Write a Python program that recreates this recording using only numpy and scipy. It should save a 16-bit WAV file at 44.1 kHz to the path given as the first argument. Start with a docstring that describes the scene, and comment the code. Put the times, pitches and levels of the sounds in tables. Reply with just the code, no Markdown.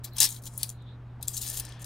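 """Tape measure in a dirt trench.

Close to the microphone and a little to the left, a steel tape measure is pushed down into a trench.
Its thin blade buckles with a loud clatter, ticks against stones, rests, then scrapes along the edge;
the hits and scrapes set the steel ringing. A low handling rumble at the microphone swells now and
then. Behind are a steady mains hum, a wash of open air and a faint far-off chirping."""
import sys
import numpy as np
from scipy import signal
from scipy.fft import rfft, irfft, next_fast_len
from scipy.io import wavfile
from scipy.ndimage import map_coordinates

SR = 44100
rng = np.random.default_rng(int(sys.argv[2]) if len(sys.argv) > 2 else 0)


def bounce(signal):
    """Save signal as a 16-bit WAV file at the path given by the first command-line argument."""
    frames = np.transpose(np.atleast_2d(signal))
    limited = np.clip(frames, -1, 1)
    pcm = np.round(limited * 32767).astype(np.int16)
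    wavfile.write(sys.argv[1], SR, pcm)


N = 81585

# Mains hum. Each row: frequency in Hz, level in dB.
HUM_TONES = [(120, -44.5), (241, -70)]
# Spectra of the handling rumble, the drone around the hum, the open air, the blade's steel, a light
# tick's loss of lows, and rubbed soil. Each row: frequency in Hz, relative level in dB.
HANDLING_SPECTRUM = [(20, -3.5), (35, 0.5), (52, 4.5), (75, 6), (100, -8.5), (170, -29), (400, -67)]
DRONE_SPECTRUM = [(50, -16), (110, 1.5), (170, -1), (250, -4.5), (400, -11), (700, -21), (1500, -55)]
AIR_SPECTRUM = [(100, -19.5), (400, -4.5), (850, 0.5), (1400, -3.5), (2200, -12), (3800, -22),
                (5500, -28.5), (9000, -35.5), (15000, -50.5)]
STEEL_SPECTRUM = [(200, -25), (600, -32), (1000, -17.5), (1500, -22.5), (2200, -12), (3000, -7),
                  (4000, -0.5), (5500, -2), (7500, 2.5), (10000, 1.5), (13000, 0), (15800, -4.5)]
TICK_LOW_CUT = [(1200, -17), (3000, 3)]
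SOIL_SPECTRUM = [(250, -12), (600, -1), (1200, -8), (1650, -2.5), (1780, 7.5), (1950, -7), (3300, -2),
                 (5000, -14), (9000, -34.5)]
# How handling rumble, air and soil rub rise and fall. Each row: time in seconds, level in dB.
HANDLING_LEVEL = [(0, -52.5), (0.4, -51), (1.0, -54.5), (1.25, -50), (1.6, -49.5), (1.85, -55.5)]
AIR_LEVEL = [(0, -59.5), (0.6, -61.5), (1.1, -61.5), (1.85, -59)]
SOIL_LEVEL = [(1.25, -76), (1.38, -72), (1.5, -53), (1.65, -56), (1.85, -57)]
# Tilts of a contact's spectrum. Each row: frequency in Hz, dB per unit of body or treble amount.
BODY_TILT = [(1200, 5.5), (2800, 3), (4800, 2.5), (7000, -0.5)]
TREBLE_TILT = [(9000, 3), (13000, 3.5)]
# The blade sliding on grit. Each row: start and length in seconds, mid-stroke level in dB,
# change along the stroke in dB, body amount, treble amount, singing pitch in Hz.
GRIT_SCRAPES = [(0.035, 0.014, -41.5, 14, 1.5, 12, 7600), (0.05, 0.037, -54.5, -2, 5.5, 11, 6360),
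                (0.142, 0.024, -54.5, 6, 4, 26, 12400), (0.16, 0.029, -45.5, 8, 4, 5, 6300),
                (0.184, 0.021, -35, -9, 2, -5, 5400), (0.203, 0.053, -21.3, -1, 1.24, 4, 5500),
                (0.269, 0.019, -36.5, -9, 2, 0, 3730), (0.289, 0.1, -45.5, -15.5, 0.5, 3, 6560),
                (0.416, 0.038, -54, 10, -1, 9, 6100), (0.454, 0.023, -45, 5, 1, -3, 6950),
                (0.484, 0.13, -55, 16, -1, -9, 10900), (0.583, 0.063, -46.5, 12, 2.5, 7, 9600),
                (0.649, 0.074, -51.5, -6, 1, 7, 9400), (1.209, 0.048, -55.5, 2.5, 2, -3, 4030),
                (1.27, 0.0088, -45, 16, -0.5, 0, 6900), (1.282, 0.12, -46, -8, -0.5, 8, 7800),
                (1.334, 0.035, -39.5, -7, -2, -19, 6400), (1.37, 0.046, -42, -12, -1, -1, 6800),
                (1.408, 0.054, -38, -4.5, 1, 7, 6800), (1.461, 0.057, -36, -3.5, -0.5, -2, 6440),
                (1.526, 0.076, -37, -0.5, -0.5, 2, 15000), (1.614, 0.055, -52, -1, 2.5, -2, 5360),
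                (1.675, 0.099, -59.5, -12, 3.5, -31, 6070), (1.791, 0.034, -54, 13, -0.5, -4, 7750)]
# The blade striking stones. Each row: start in seconds, level in dB, 60 dB decay time in seconds,
# body amount, treble amount, ping pitch in Hz.
STONE_TICKS = [(0.0448, -33.5, 0.02, -1, 0, 7300), (0.134, -49, 0.013, -4, 16, 12670),
               (0.1673, -32, 0.03, -4, 7, 6300), (0.183, -24.5, 0.052, 1.5, -3, 8700),
               (0.2028, -9.5, 0.037, -0.5, 4, 6940), (0.2127, -19, 0.064, 3, -1, 5040),
               (0.23, -14.5, 0.033, 0.5, -5, 8200), (0.2434, -20, 0.055, -3, 0, 8500),
               (0.290, -25, 0.011, -9, 0, 6860), (0.297, -32, 0.016, -19, 6, 6900),
               (0.3064, -34, 0.041, -6, 0, 9100), (0.325, -30, 0.011, -0.5, 3, 6940),
               (0.346, -39, 0.02, -1, 3, 6060), (0.364, -42.5, 0.037, 3, -2, 3900),
               (0.424, -45, 0.018, -9, 10, 10300), (0.4372, -42.5, 0.021, 0.5, 11, 6200),
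               (0.4427, -44, .015, -4, 4, 9500), (0.4555, -34, .015, -0.5, 8, 10600),
               (0.4659, -36.5, 0.032, 1.5, 7, 3000), (0.538, -45, 0.016, -13, -3, 8500),
               (0.577, -25, 0.031, -13, 12.5, 10300), (0.6313, -15, 0.019, -1.5, 3.5, 4550),
               (0.6921, -28.5, 0.017, -2.5, -12, 6500), (0.7012, -28.5, 0.0069, -1.5, 2, 11130),
               (0.823, -64, 0.017, -4.5, -6, 7200), (1.2274, -26.5, 0.02, -4, -0.5, 10300),
               (1.2778, -31.5, 0.035, -5.5, 1, 6900), (1.2821, -13.5, 0.0084, -3, 2, 8100),
               (1.341, -35, 0.04, -3, 6, 6500), (1.3674, -26.5, 0.049, 0, 3, 7300),
               (1.3757, -27, 0.039, -0.5, 5, 6500), (1.4154, -30.5, 0.087, -0.5, 8, 8200),
               (1.4782, -28, 0.0097, -2, 0, 5670), (1.5006, -22, 0.011, -3.5, 5, 9700),
               (1.572, -27.5, 0.043, -1, -2, 7340), (1.5984, -22.5, 0.024, 0, 5, 9500),
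               (1.651, -34.5, 0.016, -2, -4, 9400), (1.690, -46.5, .03, -4, -6, 9000),
               (1.7214, -44.5, 0.033, 3, -12, 3400), (1.8185, -40.5, 0.024, -2, 12, 9600),
               (1.8437, -35, 0.034, 1.5, 3, 9400)]
# The blade's resonances. Each row: frequency in Hz, relative level in dB.
BLADE_MODES = [(3967, -58), (4549, -60), (5146, -56), (5523, -56), (5938, -58), (6051, -60), (6175, -58),
               (7176, -58), (7558, -59), (8355, -55), (8592, -59), (8952, -59), (9313, -57), (9491, -58),
               (10675, -62), (10842, -59)]
# Its slow flexing modes. Each row: frequency and width in Hz, gain in dB.
FLEX_MODES = [(322, 10, 12), (885, 16, 11.5), (1745, 50, 7.5), (3306, 61, -1)]
# The edge's squeal, close by, and the chirps, far off.
# Each row: centre and half length in seconds, pitch in Hz, level in dB.
EDGE_SQUEAKS = [(0.137, .014, 4140, -57.5)]
FAR_CHIRPS = [(0.76, .04, 4050, -70.5), (0.816, 0.02, 3730, -64), (0.889, 0.023, 3570, -59),
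              (0.917, 0.029, 3780, -64.5), (1.11, .03, 3784, -78)]
# Hits that ring the hooked end. Each row: start in seconds, level in dB, pitch ratio (higher when
# the end is pressed harder).
HOOK_HITS = [(0.6322, -34.5, 1.14), (1.2283, -40.5, 1.01), (1.2827, -39.5, 0.97), (1.3678, -42.5, 1.1),
             (1.4160, -40, 1.05), (1.4630, -44.5, 0.86), (1.5725, -42, 0.92), (1.5990, -42, 1)]
# The hook's modes. Each row: frequency in Hz, relative level in dB, 60 dB decay time in seconds.
HOOK_MODES = [(2591, -7.5, 0.024), (3530, 0, .035), (4036, -0.5, 0.041), (4920, -2, .045)]
# The hook leaving the soil. Each row: start in seconds, pitch in Hz, level in dB, decay in seconds.
HOOK_KNOCKS = [(1.201, 810, -42, 0.018)]
# The tape's lean at the microphone. Each row: frequency in Hz, left over right in dB.
LEFT_BIAS = [(400, 3.5), (1200, 4.5), (8000, 6), (13000, 4.5)]

TAPE_SPREAD = 0.27  # stereo side over mid
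HOOK_ATTACK_S = 0.00052


def amp(db):
    """Decibels to gain."""
    return 10 ** (np.asarray(db) / 20)


def unit(x):
    """Scale to rms 1."""
    return x / np.sqrt(np.mean(x ** 2) + 1e-20)


def along(points, hz):
    """Interpolate (Hz, value) points on a log axis."""
    freqs, values = np.transpose(points)
    return np.interp(np.log(hz + 1), np.log(freqs + 1), values)


def level(rows):
    """Gain per sample from (s, dB) rows."""
    return amp(np.interp(np.arange(N) / SR, *np.transpose(rows)))


def bump(hz, centre_hz, width_hz):
    """A resonance's outline, 1 at its centre."""
    return 1 / (1 + ((hz - centre_hz) / width_hz) ** 2)


def filtered(x, response):
    """Pass x through a complex frequency response."""
    size = next_fast_len(N + SR // 2)
    return irfft(rfft(x, size) * response(np.fft.rfftfreq(size, 1 / SR)), size)[..., :N]


def noise(colour, spread, size=N):
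    """Stereo noise of rms 1; colour gives dB for each frequency, spread is side over mid."""
    hz = np.fft.rfftfreq(size, 1 / SR)
    phases = np.exp(2j * np.pi * rng.random((2, len(hz))))
    mid, side = irfft(phases * amp(colour(hz)), size)
    return unit(np.array([mid + spread * side, mid - spread * side]))


def burst(sound, envelope):
    """Shape a sound by an envelope and give it that envelope's energy."""
    return unit(sound * envelope) * np.sqrt(np.mean(envelope ** 2))


def whistle(centre, half, pitch_hz, db, width):
    """A fuzzy tone that swells and fades; width is a share of its pitch."""
    band = lambda hz: 20 * np.log10(bump(hz, pitch_hz, width * pitch_hz))
    swell = np.exp(-((np.arange(N) / SR - centre) / half) ** 2 / 2)
    return amp(db) * swell * noise(band, spread=0.73)


def add(track, start, sound):
    """Mix a sound into the track at start seconds."""
    part = track[..., round(start * SR):][..., :sound.shape[-1]]
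    part += sound[..., :part.shape[-1]]


def mains_hum():
    """Two steady tones in a bed of low noise, behind the trench."""
    t = np.arange(N) / SR
    tones = sum(np.sqrt(2) * amp(db) * np.sin(2 * np.pi * (hz * t + rng.random()))
                for hz, db in HUM_TONES)
    drone = amp(-55) * noise(lambda hz: along(DRONE_SPECTRUM, hz), spread=0.031)
    return tones + drone


def handling_rumble():
    """Handling makes a low rumble at the microphone, swelling now and then."""
    return level(HANDLING_LEVEL) * noise(lambda hz: along(HANDLING_SPECTRUM, hz), spread=0.03)


def open_air():
    """A soft wash of open air, drifting a little in level."""
    return level(AIR_LEVEL) * noise(lambda hz: along(AIR_SPECTRUM, hz), spread=0.2)


def steel(body, treble, size, emphasis, ripple_db=3, ripple_step_hz=219.4):
    """The blade's crowded bending waves; every contact point has peaks and dips of its own."""
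    knots = rng.standard_normal(256)

    def colour(hz):
        tilt = body * along(BODY_TILT, hz) + treble * along(TREBLE_TILT, hz)
        ripple = ripple_db * map_coordinates(knots, [hz / ripple_step_hz], mode="mirror")
        return along(STEEL_SPECTRUM, hz) + tilt + ripple + emphasis(hz)
    return noise(colour, TAPE_SPREAD, size)


def scrapes(grains_per_s=700, grain_t60=0.0065, smooth_share=0.47, attack_s=0.0021, release_t60=0.052):
    """The sliding blade catches on hundreds of grains a second, and the rubbed stretch sings."""
    out, t = np.zeros((2, N)), np.arange(SR // 2) / SR
    grain_decay = amp(-60 / (grain_t60 * SR)) ** 2
    for start, length, db, change_db, body, treble, sing_hz in GRIT_SCRAPES:
        sing_db = lambda hz: 8 * bump(hz, sing_hz, width_hz=180)
        catches = rng.random(len(t)) < grains_per_s / SR
        power = signal.lfilter([1], [1, -grain_decay], catches.astype(float))
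        grit = np.sqrt(smooth_share + (1 - smooth_share) * power / power.mean())
        stroke_db = db + change_db * (np.minimum(t / length, 1) - 0.5)
        release_db = -60 * np.maximum(t - length, 0) / release_t60
        envelope = amp(stroke_db + release_db) * (1 - np.exp(-t / attack_s))
        add(out, start, steel(body, treble, len(t), sing_db) * grit * envelope)
    return out


def ticks(attack_s=0.000066):
    """A stone pings a short stretch of steel; so light a hit hardly bends the blade and has few lows."""
    out, t = np.zeros((2, N)), np.arange(SR // 20) / SR
    for start, db, t60, body, treble, ping_hz in STONE_TICKS:
        ping_db = lambda hz: along(TICK_LOW_CUT, hz) + 7 * bump(hz, ping_hz, width_hz=390)
        envelope = amp(db - 60 * t / t60) * (1 - np.exp(-t / attack_s))
        add(out, start, burst(steel(body, treble, len(t), ping_db), envelope))
    return out


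def blade_ring(contacts, direct_db=-1, ring_db=2, width_hz=38, shimmer_db=-15.5, shimmer_t60=0.168):
    """Contacts ring the blade's resonances and leave a shimmer of countless weaker ones."""
    strongest_db = max(db for hz, db in BLADE_MODES)
    modes = [(hz, width_hz, db - strongest_db + ring_db) for hz, db in BLADE_MODES] + FLEX_MODES
    ring = lambda hz: sum(amp(db) * 1j * hz * width / (centre ** 2 - hz ** 2 + 1j * hz * width)
                          for centre, width, db in modes)
    t = np.arange(SR // 2) / SR
    tail = noise(np.zeros_like, spread=0.7, size=len(t)) * amp(-60 * t / shimmer_t60)
    shimmer = signal.fftconvolve(contacts, tail / np.linalg.norm(tail[0]), axes=1)[:, :N]
    return filtered(contacts, lambda hz: amp(direct_db) + ring(hz)) + amp(shimmer_db) * shimmer


def edge_squeak():
    """The edge squeals briefly, with a third harmonic at its height."""
    return sum(whistle(centre, half, hz, db, width=0.054)
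               + whistle(centre, half / 4, 3 * hz, db + 2, width=0.028)
               for centre, half, hz, db in EDGE_SQUEAKS)


def hook_rings():
    """The hooked end rings on at a few clear pitches after a hit."""
    out, t = np.zeros(N), np.arange(SR // 8) / SR
    for start, db, ratio in HOOK_HITS:
        ring = sum(amp(mode_db - 60 * t / t60) * np.sin(2 * np.pi * (ratio * hz * t + rng.random()))
                   for hz, mode_db, t60 in HOOK_MODES)
        add(out, start, amp(db) * ring * (1 - np.exp(-t / HOOK_ATTACK_S)))
    return out


def far_chirps():
    """Faint chirps a long way off, heard while the blade rests."""
    return sum(whistle(*row, width=0.07) for row in FAR_CHIRPS)


def hook_knock():
    """A small, dull knock as the hook lifts out of the soil."""
    out, t = np.zeros((2, N)), np.arange(SR // 10) / SR
    for start, pitch_hz, db, t60 in HOOK_KNOCKS:
        band = lambda hz: 40 * np.log10(bump(hz, pitch_hz, width_hz=260))
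        envelope = amp(db - 60 * t / t60) * (1 - np.exp(-t / HOOK_ATTACK_S)) ** 2
        add(out, start, burst(noise(band, TAPE_SPREAD, len(t)), envelope))
    return out


def soil_rub():
    """The blade drags dully over loose soil."""
    return level(SOIL_LEVEL) * noise(lambda hz: along(SOIL_SPECTRUM, hz), spread=0.23)


def place_left(sound, lead_s=0.000012):
    """Sound reaches the microphone's left side louder and a little earlier."""
    sides = np.array([[1], [-1]])

    def response(hz):
        gains = amp(sides * along(LEFT_BIAS, hz) / 2)
        return gains / gains.mean(axis=0) * np.exp(1j * np.pi * hz * lead_s * sides)
    return filtered(sound, response)


def scene():
    """The tape measure, close and to the left, over hum, handling rumble, air and chirps."""
    tape = blade_ring(ticks() + scrapes()) + hook_rings() + edge_squeak() + soil_rub() + hook_knock()
    return place_left(tape) + mains_hum() + handling_rumble() + open_air() + far_chirps()


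def record(dry, top_hz=15790):
    """The recorder keeps nothing above its band limit."""
    return filtered(dry, lambda hz: 1 / np.sqrt(1 + (hz / top_hz) ** 500))


dry = scene()
out = record(dry)
bounce(out)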